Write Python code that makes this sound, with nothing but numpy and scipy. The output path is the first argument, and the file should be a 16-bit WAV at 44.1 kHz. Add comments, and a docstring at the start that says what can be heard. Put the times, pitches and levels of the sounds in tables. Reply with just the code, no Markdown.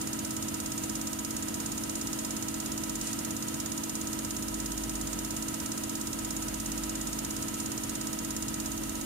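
"""Sharp ticks, 17 a second, over the hum of two shafts and a bright hiss: a diesel injector test bench. Each
tick is four noise bursts and ringing modes; near the end the pulses are short and the ticks lighter. Fuel
hisses and whistles through the pressure valve (shaped noise), under a thin high whine. The drive and feed
shafts hum (wavering sines) and rattle (noise repeated each turn). Behind them a low boom swells and sinks, a
fan motor hums and air rumbles."""
import sys
import numpy as np
from scipy import signal
from scipy.fft import rfft, irfft
from scipy.io import wavfile
from scipy.ndimage import uniform_filter1d

SR = 44100
rng = np.random.default_rng(int(sys.argv[2]) if len(sys.argv) > 2 else 0)


def wav_record(signal):
    """Record a signal, one row per channel, as 16-bit PCM in the file named by sys.argv[1]."""
    frames = np.transpose(np.atleast_2d(signal))
    bounded = np.clip(frames, -1, 1)
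    # unit amplitude maps onto the largest positive 16-bit level
    quanta = np.round(bounded * 32767).astype(np.int16)
    wavfile.write(sys.argv[1], SR, quanta)


N = 399105
T = np.arange(N) / SR

DRIVE_HZ, FEED_HZ, SHOT_HZ = 13.137, 24.655, 17.0023
FIRST_SHOT_S, SHORT_PULSE_S = .0128, 8.69  # shots after SHORT_PULSE_S are short pulses
PORT_LAG_S = .00065  # left behind right, above the deep bass
TOP_HZ = 15700


def injector(crack_db=-8, snap_db=-6, ring_db=-36.0, scatter_db=1.04, jitter_s=.000012,
             short_crack_db=-1.5, short_ring_db=-15):
    """Each shot is four blows; on a short pulse the needle hardly lifts and the body rings less."""
    # armature lifts, needle stops, valve closes, needle seats:
    # (delay [s], relative crack level [dB], relative snap level [dB])
    blows = [(0, -1.5, -3.5), (.0013, -3, 0.5), (.0034, -3, -13), (.0046, -2, -18)]
    # crack of steel on steel: (frequency [Hz], relative level [dB], left minus right [dB])
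    crack_colour = [(1500, -30, 13.5), (3060, -20.5, -6), (4320, -7, -9.5), (5470, -6, -1.5),
                    (6370, -2, -20.5), (7550, -1.5, -5), (8650, 0.5, 0.5), (9330, -6.5, -16),
                    (10560, -9.5, -10.5), (12000, -18, -16), (15600, -30.5, -35)]
    # bright snap of the solenoid: (frequency [Hz], relative level [dB], left minus right [dB])
    snap_colour = [(2030, -34, -2), (3860, -11.5, -7.5), (5030, -6.5, -8), (6440, -4, -14), (7500, -12, 4),
                   (8800, -5, -14), (11300, -18.5, -4), (14000, -21, -20), (14900, -17, -24),
                   (15800, -33, -32)]
    shots_s = np.arange(FIRST_SHOT_S, T[-1] - .01, 1 / SHOT_HZ)
    short = shots_s > SHORT_PULSE_S
    crack = impact(crack_colour, t60_s=.006, tail_db=-16, tail_t60_s=.06)
    snap = impact(snap_colour, t60_s=.003, tail_db=-24, tail_t60_s=.03)
    out = 0
    for blow, (delay_s, blow_crack_db, blow_snap_db) in enumerate(blows):
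        late, strength = rng.standard_normal((len(shots_s), 2)).T
        times_s = shots_s + delay_s + jitter_s * late
        scattered_db = scatter_db * strength
        click = crack * undb(crack_db + blow_crack_db) + snap * undb(snap_db + blow_snap_db)
        out = out + strike(times_s, scattered_db + short * short_crack_db, click)
        out = out + strike(times_s, ring_db + scattered_db + short * short_ring_db, ring(blow))
    return out


def impact(table, t60_s, tail_db, tail_t60_s):
    """What one blow sends to each port: a short coloured burst and its echoes inside the cabinet."""
    t = np.arange(SR // 10) / SR
    hz = np.fft.rfftfreq(len(t), 1 / SR)
    early, late = rng.standard_normal((2, 2, len(t)))
    direct = early * np.exp(-np.log(1000) * t / t60_s)
    echoes = late * undb(tail_db) * np.exp(-np.log(1000) * t / tail_t60_s)
    burst = rfft(direct + echoes)
    # broad dips of the random burst are levelled, its fine ripple stays
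    ripple = np.sqrt(uniform_filter1d(np.abs(burst) ** 2, size=70))
    target = undb(colour(table, hz)) * pan(colour(table, hz, axis=2))
    # folded cepstrum: a causal filter sets the colour and keeps the attack sharp
    cepstrum = irfft(np.log(target / ripple), len(t))
    cepstrum[:, 1:] *= 2 * (t[1:] < t[-1] / 2)
    return irfft(burst * np.exp(rfft(cepstrum)), len(t))


def ring(blow):
    """Decaying sines of the modes set off by one blow, a quarter cycle apart at the two ports."""
    # injector modes, the solenoid's struck on opening and the nozzle's on closing:
    # (blow number, frequency [Hz], relative level [dB], 60 dB decay [s], left minus right [dB])
    modes = [(0, 4410, -17, 0.016, -17), (0, 5193, -5, 0.053, -11.5), (0, 6440, -7, 0.016, 14),
             (1, 8390, -4, 0.011, 2), (2, 7085, 3, 0.022, -2), (2, 8310, -1.5, 0.029, -2),
             (3, 7107, 1, 0.046, 10.5), (3, 8650, -5.5, 0.015, -2)]
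    t = np.arange(SR // 10) / SR
    port_phase = np.array([[0], [np.pi / 2]])
    out = 0
    for struck_by, hz, db, t60_s, side_db in modes:
        if round(struck_by) == blow:
            decay = np.exp(-np.log(1000) * t / t60_s)
            out = out + undb(db) * pan(side_db) * decay * np.sin(2 * np.pi * hz * t + port_phase)
    return out


def strike(times_s, db, response):
    """One response, repeated at the given times and levels."""
    at = times_s[:, None] * SR
    # sinc pulses place each blow between samples
    taps = at.astype(int) + np.arange(-8, 9)
    force = np.zeros((1, N + SR))
    force[0, taps] = np.sinc(taps - at) * undb(db)[:, None]
    return signal.fftconvolve(force, response, axes=1)[:, :N]


def valve(flicker_db=0.94):
    """Fuel hisses through the pressure valve, with brief spurts; narrow resonances whistle in the flow."""
    # steady hiss: (frequency [Hz], density [dB per Hz], left minus right [dB])
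    hiss_colour = [(1000, -105, 1), (2760, -87.5, 0), (4640, -89, 0), (5800, -85, -1), (7640, -82, -2.5),
                   (9200, -79.5, -1.5), (10300, -84, -6.5), (11160, -87.5, -12), (12300, -94, -9),
                   (13240, -84, -11), (14100, -103, -15), (14900, -99, -20), (15800, -110, -22)]
    # whistles: (frequency [Hz], bandwidth [Hz], level [dB], left minus right [dB])
    whistles = [(1988, 56, -61.5, -2), (2840, 200, -56, -2), (6604, 51, -56, 2), (6710, 37, -56.5, 1),
                (10250, 80, -63, -14), (12800, 20, -70, -14), (13000, 20, -71, -8), (13354, 28, -69, -5),
                (13700, 20, -67, 0), (13801, 12, -74, -16)]
    # spurts of hiss: (time [s], half-width at half amplitude [s], relative level [dB])
    spurt_times = [(3.075, 0.049, 0.5), (7.6, .035, -8)]
    # spurt colour: (frequency [Hz], density of a 0 dB spurt [dB per Hz], left minus right [dB])
    spurt_colour = [(1200, -100, 0), (2700, -81.5, 7), (4930, -82.5, -3), (7000, -76.5, 0),
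                    (9000, -74.5, -3), (10500, -87, -6), (12000, -97, -10), (15000, -108, -18)]
    hiss = rush(hiss_colour) * undb(flicker_db * walk(41))

    hz, noise = port_noise(N)
    gain = 0
    for centre_hz, width_hz, db, side_db in whistles:
        offset = (hz - centre_hz) / width_hz
        resonance = np.sqrt(SR / np.pi / width_hz) / (1 + 2j * offset)
        far_fade = np.exp(-(offset / 10) ** 2)
        gain = gain + undb(db) * pan(side_db) * resonance * far_fade
    whistling = irfft(noise * gain, N)

    spurts = sum(undb(db) / (1 + ((T - s) / width_s) ** 2) for s, width_s, db in spurt_times)
    return hiss + whistling + rush(spurt_colour) * spurts


def whine(db=-57, side_db=-16, wander=.0005):
    """A thin, even whine in the high treble: one sine of slightly wandering pitch."""
    hz = 13354
    cycles = np.cumsum(hz * (1 + wander * walk(25))) / SR
    return tone(hz, cycles, db) * pan(side_db)


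def drive_shaft():
    """Hum and rattle of the drive motor and high-pressure pump."""
    # (multiple of the shaft rate, rounded in use, mean level [dB], left minus right [dB])
    orders = [(6, -58, 0), (8, -59.5, 0), (10, -54, -1.5), (12, -61.5, 8), (14, -56, 2), (16, -55, -13),
              (17, -44, 2), (18, -61.5, 3), (21, -44.4, 0), (22, -71, 4), (26, -65, 14), (30, -61, 1),
              (35, -62.5, 7.5), (36, -62, -8), (73.81, -57.5, -10.5)]
    return shaft(DRIVE_HZ, orders, wander=0.0005, flutter_1khz_db=0.7, clatter_db=-3)


def feed_shaft():
    """Hum and rattle of the feed pump, strongest at the rate of its 13 vanes."""
    # (multiple of the shaft rate, rounded in use, mean level [dB], left minus right [dB])
    orders = [(4, -64, -2), (12, -58.5, -5), (13, -42.5, -2), (25, -66.5, -10.5), (26, -56.5, -7.5),
              (27, -67, -16), (38, -62, -2.5), (39, -61.5, -11.5), (40, -62, -8), (50, -69, 12),
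              (51, -66.5, -15.5), (52, -61, 10.5), (53, -60, -3.5), (55, -64.5, 5), (56, -72, -18),
              (65.5, -71.5, 11), (78.3, -64.5, -8)]
    return shaft(FEED_HZ, orders, wander=0.00088, flutter_1khz_db=2.0, clatter_db=-3.5)


def shaft(hz, orders, wander, flutter_1khz_db, clatter_db):
    """A loaded shaft: tones at multiples of its rate, and a rattle that comes round with every turn."""
    # rattle, before clatter_db: (frequency [Hz], relative density [dB])
    clatter_colour = [(30, -100), (90, -77), (300, -75.5), (480, -80.5), (700, -79), (1100, -81),
                      (1350, -82.5), (1600, -84), (2000, -88), (3500, -87), (6000, -98.5)]
    turns = np.cumsum(hz * (1 + wander * walk(2.88))) / SR
    hum = 0
    for multiple, db, side_db in orders:
        k = round(multiple)
        # high multiples waver more than the low hum
        flutter_db = flutter_1khz_db * np.sqrt(k * hz / 1000) * walk(15.7)
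        hum = hum + tone(k * hz, k * turns, db + flutter_db) * pan(side_db)

    size = int(SR / hz)
    lines_hz, noise = port_noise(size)
    gain = undb(colour(clatter_colour, lines_hz) + clatter_db)
    one_turn = irfft(noise * gain, size) * np.sqrt(SR / 2)
    angle = np.arange(size) / size
    rattle = np.array([np.interp(turns % 1, angle, port) for port in one_turn])
    return hum + rattle


def boom_and_fan(rest_db=-61.5):
    """A low boom at twice the feed shaft rate swells and sinks over the hum of the fan motor."""
    # swells added to the resting boom: (time of crest [s], full length [s], level at crest [dB])
    swells = [(2.97, .36, -52), (4.85, 1.84, -45), (6.76, 2.0, -47), (8.7, 1.9, -50.5)]
    # cooling fan motor hum: (frequency [Hz], level [dB])
    fan_tones = [(99.6, -60), (149.4, -63)]
    boom_hz = 2 * FEED_HZ
    cycles = np.cumsum(boom_hz * (1 + 0.0039 * walk(1))) / SR
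    loudness = undb(rest_db) + sum(undb(db) * swell(s, length_s) for s, length_s, db in swells)
    boom = loudness * tone(boom_hz, cycles, 0)
    fan = sum(tone(hz, hz * T, db) for hz, db in fan_tones)
    return boom + fan


def swell(crest_s, length_s):
    """A smooth rise and an equal fall, 1 at the crest."""
    return np.cos(np.pi * np.clip((T - crest_s) / length_s, -.5, .5)) ** 2


def workshop_air():
    """Cooling air and workshop rumble: broadband noise of slowly wavering level."""
    # (frequency [Hz], mean density [dB per Hz], left minus right [dB])
    air_colour = [(15, -90, 2), (30, -76.5, -3), (55, -73, -1), (85, -72.5, 2), (220, -73, -3.5),
                  (326, -73, 9.5), (367, -78.5, -4.5), (700, -77.5, -4.5), (1140, -86.5, -6.5),
                  (1320, -84.5, -1), (1600, -84, 0), (2330, -87.5, -4), (5000, -89.5, -2), (12000, -110, 3)]
    return rush(air_colour) * undb(.8 * walk(5))


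def rush(table):
    """Steady stereo noise with a given density."""
    hz, noise = port_noise(N)
    gain = undb(colour(table, hz)) * pan(colour(table, hz, axis=2))
    return irfft(noise * gain, N) * np.sqrt(SR / 2)


def tone(hz, cycles, db):
    """A sine of given RMS level at both ports, from its running count of cycles; the left trails."""
    lag_cycles = np.array([[hz * port_lag(hz)], [0]])
    return np.sqrt(2) * undb(db) * np.sin(2 * np.pi * (cycles + rng.random() - lag_cycles))


def port_noise(size):
    """Spectra of white noise at two ports: alike in the bass, unrelated in the treble, later on the left."""
    hz = np.fft.rfftfreq(size, 1 / SR)
    mid, side = rfft(rng.standard_normal((2, size)))
    alike = 1 / (1 + (hz / 750) ** 2)
    signs = np.array([[1], [-1]])
    both = (mid * np.sqrt(1 + alike) + side * np.sqrt(1 - alike) * signs) / np.sqrt(2)
    both[0] *= np.exp(-2j * np.pi * hz * port_lag(hz))
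    return hz, both


def port_lag(hz):
    """Seconds by which the left port trails; deep bass reaches both almost at once."""
    knee_hz = 100
    return PORT_LAG_S * hz ** 2 / (hz ** 2 + knee_hz ** 2)


def walk(rate_hz):
    """Smooth random drift of spread 1: noise under a Gaussian low-pass, without its mean."""
    hz = np.fft.rfftfreq(N, 1 / SR)
    y = irfft(rfft(rng.standard_normal(N)) * np.exp(-(hz / rate_hz) ** 2) * (hz > 0), N)
    return y / y.std()


def colour(table, hz, axis=1):
    """One column of a spectrum table, joined on a log-frequency axis."""
    rows = np.array(table, float)
    return np.interp(np.log(hz + 1e-9), np.log(rows[:, 0]), rows[:, axis])


def pan(db):
    """Left and right gains for a level difference."""
    return undb(np.array([[.5], [-.5]]) * db)


def undb(db):
    """Decibels to gain."""
    return 10 ** (np.asarray(db) / 20)


def scene():
    """The whole bench."""
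    shafts = drive_shaft() + feed_shaft()
    return injector() + valve() + whine() + shafts + boom_and_fan() + workshop_air()


def record(dry):
    """A phone cuts the top: a steep elliptic low-pass."""
    low_pass = signal.ellip(10, .2, 80, TOP_HZ, fs=SR, output="sos")
    return signal.sosfilt(low_pass, dry)


dry = scene()
out = record(dry)
wav_record(out)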